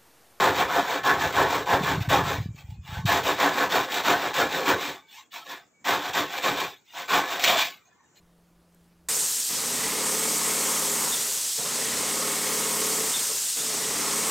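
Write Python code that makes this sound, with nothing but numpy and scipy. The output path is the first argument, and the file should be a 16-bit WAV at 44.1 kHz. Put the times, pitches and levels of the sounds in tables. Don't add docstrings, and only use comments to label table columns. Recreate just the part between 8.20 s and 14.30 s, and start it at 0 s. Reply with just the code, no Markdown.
import sys
import numpy as np
from scipy import signal
from scipy.fft import rfft, irfft
from scipy.io import wavfile
from scipy.ndimage import uniform_filter1d

SR = 44100
rng = np.random.default_rng(int(sys.argv[2]) if len(sys.argv) > 2 else 0)


def materialize(psi):
    bounded = np.clip(np.atleast_2d(psi).T, -1, 1)
    quanta = np.round(bounded * 32767).astype(np.int16)
    wavfile.write(sys.argv[1], SR, quanta)


def gain_from_db(level_db):
    decades = np.asarray(level_db, float) / 20
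    return 10 ** decades


N = 269010

CUT_S = .8862
FULL_SPEED = 18.43
STRAIN_AT = 0.085


def spray():
    # frequency in Hz, level in dB per Hz.
    fan = [(35, -59), (60, -26), (294, -20), (417, -16.5), (666, -20.5), (1780, -13.5), (2190, -16),
           (2970, -10.5), (3930, -8.5), (5200, -5), (8110, -0.5), (9100, -3), (9800, -8.5), (13700, -10.5),
           (14500, -14), (16000, -17)]
    # time in seconds, jet level in dB, aim toward the listener in dB.
    gun = [(.89, -27.5, .5), (1.0, -26.5, -1.5), (1.32, -30.5, 1.3), (1.4, -30, -1), (1.68, -29.5, -0.5),
           (1.74, -32.5, 3), (1.78, -30.5, -.5), (1.89, -28.5, 0), (2.44, -27.5, -0.5), (2.88, -28.5, 1),
           (3.49, -30.5, -2), (4.12, -30, 0), (4.73, -28.5, .5), (5.0, -28.5, -1), (5.68, -30.5, -2),
           (6.1, -28.5, -0.5)]
    fizz_follows, splash_follows = 1.04, 0.08
    hose_sag_db, hose_hi_hz = -11, 1100
    hz, frames = spectrum_grid(512)
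    jet_db, aim_db = curves(gun, frames)
    fizz_db = (fizz_follows - 1) * jet_db + aim_db
    splash_db = (splash_follows - 1) * jet_db
    top = np.clip((hz - 9500) / 1500, 0, 1)
    low = np.clip((6500 - hz) / 1200, 0, 1)
    field = read_spectrum(fan, hz) + top * (fizz_db - fizz_db.mean()) + low * (splash_db - splash_db.mean())
    speed, driven = shaft(frames)
    starved = (1 - driven) * (1 - speed / FULL_SPEED) ** 5
    field = field + hose_sag_db * starved * np.clip((hose_hi_hz + 2400 - hz) / 2400, 0, 1)
    flicker_db = .5 * rng.standard_normal(len(frames))
    hiss = noise(field + flicker_db, 0.9, 10, 12)
    jet_level = gain_from_db(curves(gun, np.arange(N) / SR)[0])
    return hiss / band_rms(hiss, 5870, 10400) * jet_level


def pump():
    # multiple of
    # the shaft speed, level in dB.
    shaft_orders = [(1, -38), (2, -35), (3, -19), (4, -34), (5, -23), (6, -23), (7, -33), (8, -11), (9, -6.5),
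                    (10, -10), (11, -28), (12, -2), (13, -10), (14, -10), (15, -11.5), (16, -5.5), (17, -7),
                    (18, -10.5), (19, -14), (20, -26), (21, -25), (22, 1), (23, -17), (24, -2), (25, -13),
                    (26, -24), (27, -9), (28, -5.5), (29, -9), (30, -10),
                    (48, -4.5), (54, -20), (56, -9), (57, -8), (60, -4), (61, -11), (67, -13), (68, -2.5),
                 (99, -8.5), (101, -17), (116, -11), (119, -6), (120, -6), (122, -10.5)]
    pump_db, hunt = -36, .002
    thump_lo_hz = 340
    strain_db, strain_hi_hz = 9, 116
    freewheel_db = 10
    loose_db = 12
    t, hz = np.arange(N) / SR, np.fft.rfftfreq(N, 1 / SR)
    turns = np.cumsum(shaft(t)[0] * (1 + hunt * lumps(2.5))) / SR
    turns = turns + turns[-1] % 1 * np.clip(1 - 2 * t, 0, 1)

    order = np.arange(2049)
    force_db = np.where(order < 200, -9.0 + 2.8 * rng.standard_normal(2049), -200)
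    for k, db in shaft_orders:
        force_db[round(k)] = db - housing_db(k * FULL_SPEED)
    pattern = irfft(gain_from_db(force_db) * np.exp(2j * np.pi * rng.random(2049)))
    knocks = evened(np.interp(turns % 1 * 4096, np.arange(4097), np.append(pattern, pattern[0])))

    rattle = rng.standard_normal(N) * (1 + 0.15 * np.cos(4 * np.pi * turns))
    rattle = evened(irfft(rfft(rattle) * np.clip((hz - 60) / 400, .05, 1) * (hz < 4500), N))

    level_db, thump_db, whine_db, upper_db = effort(t)
    speed, driven = shaft(t)
    lost = np.clip(1 - speed / FULL_SPEED, 0, 1)
    loose = gain_from_db(loose_db * np.minimum(lost, .3))
    shaking = knocks / loose + gain_from_db(-4.0) * np.sqrt(loose) * rattle
    body = rfft(shaking) * gain_from_db(housing_db(hz)) * (hz > 35)

    over_low, over_mid = np.clip((hz - 600) / 300, 0, 1), np.clip((hz - 1400) / 300, 0, 1)
    low = irfft(body * (1 - over_low), N)
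    mid = irfft(body * (over_low - over_mid), N)
    top = irfft(body * over_mid, N)

    panels = irfft(rfft(low) * np.clip((hz - thump_lo_hz) / 60, 0, 1), N)
    frame = irfft(rfft(low) * np.clip((strain_hi_hz + 30 - hz) / 30, 0, 1), N)
    boom_db = driven * strain_db * bump(lost, STRAIN_AT, 0.056, .12) + (1 - driven) * freewheel_db * lost
    low = low + (gain_from_db(thump_db) - 1) * panels + (gain_from_db(boom_db) - 1) * frame
    scale = band_rms(low[2 * SR:5 * SR // 2], 130, 670)
    return gain_from_db(pump_db) * (gain_from_db(level_db) * low + gain_from_db(whine_db) * mid + gain_from_db(upper_db) * top) / scale


def housing_db(hz):
    # frequency in Hz, level in dB per Hz.
    colour = [(24, -56), (40, -24), (80, -16), (223, -4), (366, -7), (446, -1), (482, -3.5), (662, -7),
              (1270, -5), (1640, -10.5), (1890, -7.5), (2800, -11), (4500, -14.5), (5850, -40),
              (9900, -120)]
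    # pitch in Hz, width in Hz, boost in dB.
    resonances = [(55, 8.5, 7.2), (152, 41, 8.4), (237.5, 17, 12), (294, 22, 4.7), (404, 23, 6.5),
                  (442, 12.6, 7.6), (524, 24, 3.7), (1010, 170, 2.7), (1262, 22, 3.6), (1950, 77, 2.1),
                  (2150, 150, 1.2)]
    return read_spectrum(colour, hz) + sum(db / (1 + (2 * (hz - f) / w) ** 2) for f, w, db in resonances)


def shaft(t):
    # motor off in seconds, motor on in seconds.
    switch = [
        (.7, 1.282),
        (2.79, 3.368),
        (4.79, 5.358),
    ]
    pull_speed, creep_speed = 19.3, 2.6
    run_up_s, coast_per_s = .19, 29
    catch_s, let_go_s = 0.02, .03
    overshoot, settle_s = .22, .17
    speed, driven = FULL_SPEED + 0 * t, 1 + 0 * t
    for off, on in switch:
        since = np.maximum(t - on, 0)
        coast = np.clip(FULL_SPEED - coast_per_s * (t - off), creep_speed, speed)
        run_up = pull_speed - (pull_speed - creep_speed) * np.exp(-since / run_up_s)
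        held = FULL_SPEED + overshoot * np.exp(-np.maximum(since - .6, 0) / settle_s)
        speed = np.where(t < on, coast, np.minimum(run_up, held))
        driven = driven - np.clip((t - off) / let_go_s, 0, 1) + np.clip((t - on) / catch_s, 0, 1)
    return speed, driven


def effort(t):
    # time in seconds, dB over the
    heavy_strokes = [
        (.965, 7.5),
        (1.315, -3),
        (3.09, 12),
        (3.425, 3.5),
        (3.62, 3.5),
        (5.11, 11),
        (5.44, 0.5),
        (5.525, 3.5),
    ]
    thump_rise_s, thump_fall_s = 0.024, 0.022
    lumpy_db, lumps_per_s = 6, 16.4
    coast_curve, patchy_db, strain_whine_db = 1.42, 2.05, 1.5
    speed, driven = shaft(t)
    lost = np.clip(1 - speed / FULL_SPEED, 0, 1)

    def sag(driven_db, coasting_db):
        return driven * lost * driven_db + (1 - driven) * lost ** coast_curve * coasting_db

    body, whine, upper = sag(-11, -35), sag(-13.5, -25.5), sag(-11.5, -20.5)
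    upper = upper + driven * strain_whine_db * bump(lost, STRAIN_AT, 0.057, 0.14)
    thumps = sum(db * bump(t, s, thump_rise_s, thump_fall_s) for s, db in heavy_strokes)
    body = body + lumpy_db * np.minimum(lost, .3) * lumps(lumps_per_s)
    return body, thumps, whine + .5 * patchy_db * lumps(4.3), upper + .5 * patchy_db * lumps(3.6)


def squeaks():
    # start in seconds, peak in dB, first pitch in Hz, fall in Hz, length in seconds.
    chirps = [
        (2.9262, -23.5, 3740, 258.7, 0.04),
        (4.9417, -22.5, 3753, 260.3, 0.043),
        (5.39, -32, 3680, 260.4, 0.049),
    ]
    out = np.zeros(N)
    for s, db, hz, fall_hz, length in chirps:
        u = np.arange(round(length * SR)) / SR
        pitch = hz - fall_hz * (u / length) ** 1.22 + 40 * lumps(150)[:len(u)]
        chirp = np.sin(2 * np.pi * np.cumsum(pitch) / SR)
        ring = np.sin(2 * np.pi * (.95 * hz - 4000 * u) * u) * np.exp(-u / 0.021)
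        sound = gain_from_db(db - 6.5) * (chirp + 1.2 * ring) * signal.windows.tukey(len(u), .35)
        add(out, s - .008, sound)
        lower = np.sin(2 * np.pi * (.9 * hz - 3000 * u) * u)
        add(out, s + 0.03, gain_from_db(db - 15.0) * lower * np.hanning(len(u)))
        add(out, s + 0.041, .55 * sound[:len(u) // 2] * np.hanning(len(u) // 2))
    return out


def room(x, t60=0.56):
    taps = np.zeros(SR)
    at = np.arange(300, SR - 20, 20) + rng.integers(0, 20, (SR - 301) // 20)
    taps[at] = rng.choice([-1., 1.], len(at)) * gain_from_db(-60 * at / SR / t60)
    return signal.fftconvolve(x, taps / np.linalg.norm(taps))[:N]


def quiet_room():
    # frequency in Hz, level in dB per Hz.
    floor = [(24, -38), (40, -5), (124, -14), (175, -7), (237, -15), (320, -9), (401, -13), (1180, -19),
             (2200, -26.5), (12100, -31.5), (16000, -35)]
    # frequency in Hz, level in dB.
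    hum_lines = [
        (172.3, -64),
        (215.3, -86),
        (323.0, -79),
        (430.7, -86),
    ]
    # time in seconds, peak in dB, ring in Hz.
    ticks = [
        (0.5254, -60, 8180),
        (0.5472, -48, 12900),
        (0.6434, -60, 8610),
    ]
    # frequency in Hz, level in dB.
    side_share = [(60, -18), (200, -26), (500, -20), (900, -24), (1300, -45), (16000, -50)]
    floor_db, rumble_db = -66.5, -70
    nudge_s, nudge_db, nudge_wide_s = 0.89, 7, .14
    pour_s, pour_wide_s = 0.63, .09
    pour_fizz_db, pour_rumble_db = 2, -7
    t, (hz, frames) = np.arange(N) / SR, spectrum_grid(1024)
    gush = bump(frames, pour_s, pour_wide_s, pour_wide_s)
    field = read_spectrum(floor, hz) + pour_fizz_db * gush * np.clip(hz / 3000, 0, 1)
    mid, other = noise(field, 1.4, 12, 8), noise(field, 1.5, 12, 8)
    apart = gain_from_db(read_spectrum(side_share, np.fft.rfftfreq(N, 1 / SR)))
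    scale = gain_from_db(floor_db) / band_rms(mid[:SR // 2], 250, 16000)
    side = scale * irfft(rfft(other) * apart, N)
    hum = sum(gain_from_db(db + 3.5 + .6 * wander(6)) * np.sin(2 * np.pi * (f * t + rng.random()))
              for f, db in hum_lines)
    rumble = evened(noise(-40 * np.log2(hz / 25 + .2) ** 2 + 0 * frames, 0, 1, 1)) * gain_from_db(rumble_db)
    swell_db = pour_rumble_db * bump(t, pour_s, .06, .05) + nudge_db * bump(t, nudge_s, nudge_wide_s, 1)
    mid = scale * mid + hum + rumble * gain_from_db(swell_db)
    for s, db, ring_hz in ticks:
        u = t[:200]
        ring = np.sin(2 * np.pi * ring_hz * u) + .7 * np.sin(2 * np.pi * 8200 * u)
        add(mid, s, gain_from_db(db - 60 * u / .004) * ring)
    return np.array([mid + side, mid - side])


def stray_bands(dry):
    count, lo_hz, hi_hz, wide_hz, level_db = 28, 4600, 14800, 1300, -4
    side, hz = np.zeros(N), np.fft.rfftfreq(2048, 1 / SR)
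    first = round(CUT_S * SR) // 1024
    for when, where, wide in rng.random((count, 3)):
        at = 59 + 1024 * (first + int(when * (N // 1024 - first - 2)))
        centre = lo_hz + where * (hi_hz - lo_hz)
        half = wide_hz * (.35 + .4 * wide)
        burst = irfft(rfft(rng.standard_normal(2048)) * (abs(hz - centre) < half))
        level = gain_from_db(level_db) * band_rms(dry[0, at:at + 2048], centre - half, centre + half)
        add(side, at / SR, level * evened(burst) * signal.windows.kaiser_bessel_derived(2048, 4 * np.pi))
    return np.array([side, -side])


def evened(x):
    return x / np.sqrt(np.mean(x ** 2) + 1e-20)


def read_spectrum(points, hz):
    f, value = np.transpose(points)
    return np.interp(np.log(hz + 1), np.log(f + 1), value)


def curves(rows, t):
    s, *columns = np.transpose(rows)
    return [np.interp(t, s, c) for c in columns]


def spectrum_grid(size):
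    return np.fft.rfftfreq(size, 1 / SR)[:, None], np.arange(4 * N // size + 5) * size / 4 / SR


def noise(db, patchy_db, wide, long):
    a, b, patches = rng.standard_normal(db.shape[::-1] + (3,)).T
    patches = evened(uniform_filter1d(uniform_filter1d(patches, wide, 0), long, 1))
    size = 2 * len(db) - 3
    spectrum = (a + 1j * b) * gain_from_db(db + patchy_db * patches)
    return signal.istft(spectrum, nperseg=size, noverlap=size * 3 // 4)[1][:N]


def wander(per_s):
    return evened(signal.lfilter([1], [1, -np.exp(-2 * np.pi * per_s / SR)], rng.standard_normal(N)))


def lumps(per_s):
    slow = signal.sosfilt(signal.butter(2, per_s, fs=SR, output="sos"), rng.standard_normal(N))
    return evened(slow - slow.mean())


def bump(t, s, rise, fall):
    return np.exp(-((t - s) / np.where(t < s, rise, fall)) ** 2)


def band_rms(x, lo_hz, hi_hz):
    hz = np.fft.rfftfreq(len(x), 1 / SR)
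    return np.sqrt(2 * np.sum(abs(rfft(x)[(hz > lo_hz) & (hz < hi_hz)]) ** 2)) / len(x)


def add(mix, s, sound):
    part = mix[round(s * SR):][:len(sound)]
    part += sound[:len(part)]


def scene():
    after = np.clip((np.arange(N) / SR - CUT_S) / 0.00044, 0, 1)
    machine = pump() + squeaks()
    bare_room = spray() + gain_from_db(-1.5) * machine + gain_from_db(-13.5) * room(machine)
    return (1 - after) * quiet_room() + after * bare_room


def top_cut(x):
    return signal.sosfilt(signal.butter(12, 15740, fs=SR, output="sos"), x)


def record(dry):
    edge = signal.firwin(511, 15950, window=("kaiser", 9), fs=SR)
    mix = signal.oaconvolve(dry + stray_bands(dry), edge[None], "same")
    return top_cut(mix)


dry = scene()
out = record(dry)
materialize(out)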